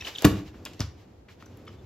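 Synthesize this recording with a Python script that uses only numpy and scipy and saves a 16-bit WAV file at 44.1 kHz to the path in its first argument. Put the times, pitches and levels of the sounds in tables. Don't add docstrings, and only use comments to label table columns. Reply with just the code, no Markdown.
import sys
import numpy as np
from scipy import signal
from scipy.fft import rfft, irfft, next_fast_len
from scipy.io import wavfile
from scipy.ndimage import map_coordinates

SR = 44100
rng = np.random.default_rng(int(sys.argv[2]) if len(sys.argv) > 2 else 0)


def dump_mix(stems):
    frames = np.atleast_2d(stems).T
    limited = np.clip(frames, -1, 1)
    pcm = np.round(limited * 32767).astype(np.int16)
    wavfile.write(sys.argv[1], SR, pcm)


def boost(x):
    u = np.asarray(x, float) / 20
    return 10 ** u


N = 81585


def unit(x):
    return x / np.sqrt(np.mean(x ** 2) + 1e-20)


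def along(points, hz):
    f, v = np.transpose(points)
    return np.interp(np.log(hz + 1), np.log(f + 1), v)


def contour(points):
    s, db = np.transpose(points)
    return np.interp(np.arange(N) / SR, s, db)


def wobble(rate, size):
    knots = rng.standard_normal(int(size * rate / SR) + 4)
    return map_coordinates(knots, [np.arange(size) * rate / SR])


def filtered(x, response):
    m = next_fast_len(x.shape[-1] + 8192)
    spectrum = rfft(x, m) * response(np.fft.rfftfreq(m, 1 / SR))
    return irfft(spectrum, m)[..., :x.shape[-1]]


def add(track, s, x):
    part = track[max(round(s * SR), 0):][:len(x)]
    part += x[:len(part)]


def ports(mid, side, null_db=60):
    # f/Hz, level/dB
    side_over_mid = [(60, -36), (300, -15), (700, -10.5), (2400, -8.5), (7600, -3), (8400, 20.5),
                     (10700, 32.5), (11300, -1.5)]

    def turn(hz):
        return np.arctan(boost(np.minimum(along(side_over_mid, hz), null_db)))

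    m = filtered(mid, lambda hz: np.cos(turn(hz)))
    s = filtered(side, lambda hz: 1j * np.sin(turn(hz)))
    return np.array([m + s, m - s])


def rumble():
    # t/s, level/dB
    strength = [(0, -44.5), (0.101, -49), (.21, -65), (.43, -44), (.6, -45), (.77, -55), (.9, -56),
                (1.06, -57), (1.141, -60), (1.22, -49), (1.3, -62), (1.55, -63), (1.719, -75), (1.85, -46)]
    centre_hz, width_hz = 56, 30
    noise = rng.standard_normal(N)
    shake = filtered(noise, lambda hz: np.exp(-((hz - centre_hz) / width_hz) ** 2))
    return boost(contour(strength)) * unit(shake)


def house():
    # f/Hz, density level/dB
    mid_spectrum = [(25, -38.5), (50, -7.5), (95, 0.5), (140, -13), (330, -13), (700, -26), (1500, -35),
                    (13000, -50)]
    # f/Hz, density level/dB
    side_spectrum = [(18, -42.5), (30, -11.5), (169, -5), (700, -6), (858, -4.5), (950, -17.5),
                     (4250, -24.5), (13000, -29)]
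    mid_db, side_db, sway_db = -53.5, -65.5, 3.5
    mid = unit(filtered(rng.standard_normal(N), lambda hz: boost(along(mid_spectrum, hz))))
    side = unit(filtered(rng.standard_normal(N), lambda hz: boost(along(side_spectrum, hz))))
    mid = boost(mid_db + sway_db * wobble(4.724, size=N)) * mid
    return ports(mid, 0 * mid) + boost(side_db) * np.array([side, -side])


def rustle():
    # t/s, level/dB
    motion = [(0, -45), (0.089, -46.5), (0.139, -52), (.2, -47), (.3, -46), (0.498, -60), (0.621, -67),
              (.7, -57), (.79, -61), (.95, -66), (1.1, -69), (1.269, -87.5), (1.3, -60.5), (1.4, -66.5),
              (1.549, -67.5), (1.7, -69.5), (1.85, -72)]
    # f/Hz, density level/dB
    plush = [(120, -30), (300, -3), (700, -7), (1400, -9), (2500, -4.5), (5500, -8.5), (9000, -18),
             (13000, -17)]
    trim_db, flutter_db = -3, 3.9
    level = boost(contour(motion) + trim_db + flutter_db * wobble(27, size=N))
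    hiss = filtered(rng.standard_normal((2, N)), lambda hz: boost(along(plush, hz)))
    return ports(*(level * unit(hiss)))


def squeaks():
    # middle t/s, length/s, level/dB, f/Hz
    slips = [(.012, .012, -42, 5800), (.013, 0.021, -40, 2600), (0.013, 0.013, -40.5, 3700),
             (.051, .011, -33, 3050), (.052, .01, -42.5, 4000), (0.075, .02, -36, 2950),
             (0.154, .014, -42.5, 3700), (.160, .012, -35, 3250), (0.185, 0.0058, -33.5, 3400),
             (1.462, 0.011, -55, 5970), (1.682, 0.015, -52.5, 3000), (1.678, .012, -52.5, 2227),
             (1.687, 0.022, -57, 5200), (1.679, 0.01, -46, 1200), (1.704, 0.017, -61.5, 3000),
             (1.796, 0.072, -67.5, 3550)]
    fall, wander, rasp, octave_db = 0.061, 0.06, 0.74, -18.5
    out = np.zeros(N)
    for s, length, db, hz in slips:
        u = np.linspace(-.5, .5, round(length * SR))
        drift = wobble(500, size=SR // 8)[:len(u)] * min(0.0072 / length, 1) ** 2
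        sag = fall * u * min(0.01 / length, 1) ** 2
        phase = 2 * np.pi * np.cumsum(hz * (1 - sag + wander * drift)) / SR
        rough = 1 + rasp * min(0.031 / length, 1) * wobble(1200, size=SR // 8)[:len(u)]
        tone = np.sin(phase) + boost(octave_db) * np.sin(2 * phase)
        add(out, s - length / 2, boost(db) * np.cos(np.pi * u) ** 2 * rough * tone)
    return out


def ticks():
    # t/s, level/dB, f/Hz, t60/s
    early = [(.022, -38, 2870, .02), (0.1745, -45, 13200, 0.029), (0.1844, -37, 5430, 0.026),
             (.191, -38, 6250, 0.016), (0.2216, -26, 12500, .012), (0.2231, -35, 705, 0.018),
             (.233, -37.5, 660, 0.053), (0.2445, -18, 2970, 0.033), (.2490, -20, 1065, 0.06),
             (0.2502, -22.5, 5700, 0.051), (0.2495, -11.5, 11800, .015), (0.543, -53, 1500, 0.048)]
    # t/s, level/dB, f/Hz, t60/s
    late = [(.6515, -33.5, 13500, 0.023), (.6522, -33, 5770, .02), (.662, -45.5, 1150, .06),
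            (.659, -38, 3000, 0.073), (.7338, -49, 4900, 0.023), (.745, -58, 6000, .02),
            (0.794, -40.5, 4380, .04), (0.8047, -22.5, 5100, 0.0099), (.806, -40.5, 1300, 0.11),
            (.812, -36, 3910, 0.094), (1.2846, -51.5, 2116, 0.12), (1.400, -58.5, 3020, 0.22),
            (1.4246, -43.5, 1670, 0.01), (1.4577, -56, 7600, 0.042), (1.4253, -57.5, 3270, 0.021),
            (1.52, -61.5, 3580, 0.01), (1.463, -57, 1000, .03), (1.572, -48, 12500, .015),
            (1.652, -59.5, 13000, 0.022), (1.668, -55.5, 3400, 0.09), (1.6779, -51.5, 2600, .05),
            (1.69, -55, 1300, 0.052)]
    q, broad_db, rise_s = 1.6, -12.5, 0.00017
    reach = 1.9
    out, t = np.zeros(N), np.arange(SR // 10) / SR
    for s, db, hz, t60 in early + late:
        burst = rng.standard_normal(len(t)) * boost(-60 * t / t60) * (1 - np.exp(-t / rise_s))

        def response(f):
            damping = 1j * f * hz / q
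            peak = boost(broad_db) + damping / (hz * hz - f * f + damping)
            return peak / (1 + 1j * f / (reach * hz)) ** 2

        body = filtered(burst, response)
        add(out, s, boost(db) * body / np.abs(body).max() * 2)
    return out


def blows():
    # t/s, level/dB, contact length/ms
    contacts = [(.186, -51.5, 0.7), (0.2459, -17, 1.26), (0.2487, -12, 1.47), (0.2543, -11, 2.33),
                (0.2646, -17.5, 2.2), (0.691, -51, 2.6), (0.714, -51.5, 0.83), (0.744, -52, 1.5),
                (0.7992, -36.5, 0.68), (0.804, -19.5, 5.85), (.8135, -28.5, 4.6), (1.752, -46.5, 6.7),
                (1.785, -46, 4.6), (1.836, -36.5, 9.7)]
    # f/Hz, level/dB, t60/s
    modes = [(74, -6, 0.34), (101.2, -3.5, 0.15), (140, -6.5, 0.076), (160.3, -8, 0.079), (205, -3.5, 0.06),
             (284, 5, 0.069), (396.5, -2, .07), (457.6, -12, .06), (568.6, -8, 0.055), (639, -7, 0.045),
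             (1017, -13, 0.051), (1300, -14, 0.033)]
    push, t = np.zeros(N), np.arange(SR // 2) / SR
    for s, db, ms in contacts:
        bump = np.hanning(max(round(ms * SR / 1000), 3))
        add(push, s, boost(db) * bump / bump.sum())
    ring = sum(boost(db - 60 * t / t60) * np.sin(2 * np.pi * hz * t) for hz, db, t60 in modes)
    return -signal.fftconvolve(push, ring)[:N]


def room(x):
    # f/Hz, t60/s
    decay = [(80, 0.51), (300, .5), (1000, 0.43), (4000, 0.35), (12500, 0.23), (14500, 0.091)]
    gap_s = .004
    hz, t, z = signal.stft(rng.standard_normal((2, SR)), SR, nperseg=512)
    t60 = along(decay, hz)[:, None]
    tail = signal.istft(z * boost(-60 * t / t60) / np.sqrt(t60), SR, nperseg=512)[1]
    delayed = np.pad(x, (round(gap_s * SR), 0))[None]
    wet = signal.fftconvolve(delayed, tail / np.linalg.norm(tail[0]), axes=1)
    return ports(*wet[:, :N])


def scene():
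    boom_db, room_db = -8, -9
    low = blows()
    high = ticks() + squeaks()
    direct = ports(low + high, low + high, null_db=22) * boost([[.4], [-.4]])
    wet = boost(boom_db) * low + boost(room_db) * high
    late = np.arange(N) > .5 * SR
    reverberation = room(wet * ~late) + room(wet * late)
    return rumble() + house() + rustle() + direct + reverberation


def side_top(x):
    return filtered(x, lambda hz: boost(-18.5 * (hz > 13600)))


def roll_off(x):
    return signal.sosfilt(signal.butter(12, 16650, fs=SR, output="sos"), x)


def record(dry):
    # f/Hz, level/dB
    mic = [(1000, 3.5), (12500, -0.5), (14500, -6), (16200, -11.5), (16700, -43.5)]
    low_hz, ceiling = 49, 1.0
    x = filtered(dry, lambda hz: boost(along(mic, hz)) * (1j * hz / (low_hz + 1j * hz)) ** 4)
    mid, side = x.mean(axis=0), side_top(x[0] - x[1]) / 2
    x = np.array([mid + side, mid - side])
    mix = x / (1 + np.abs(x / ceiling) ** 6) ** (1 / 6)
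    return roll_off(mix)


dry = scene()
out = record(dry)
dump_mix(out)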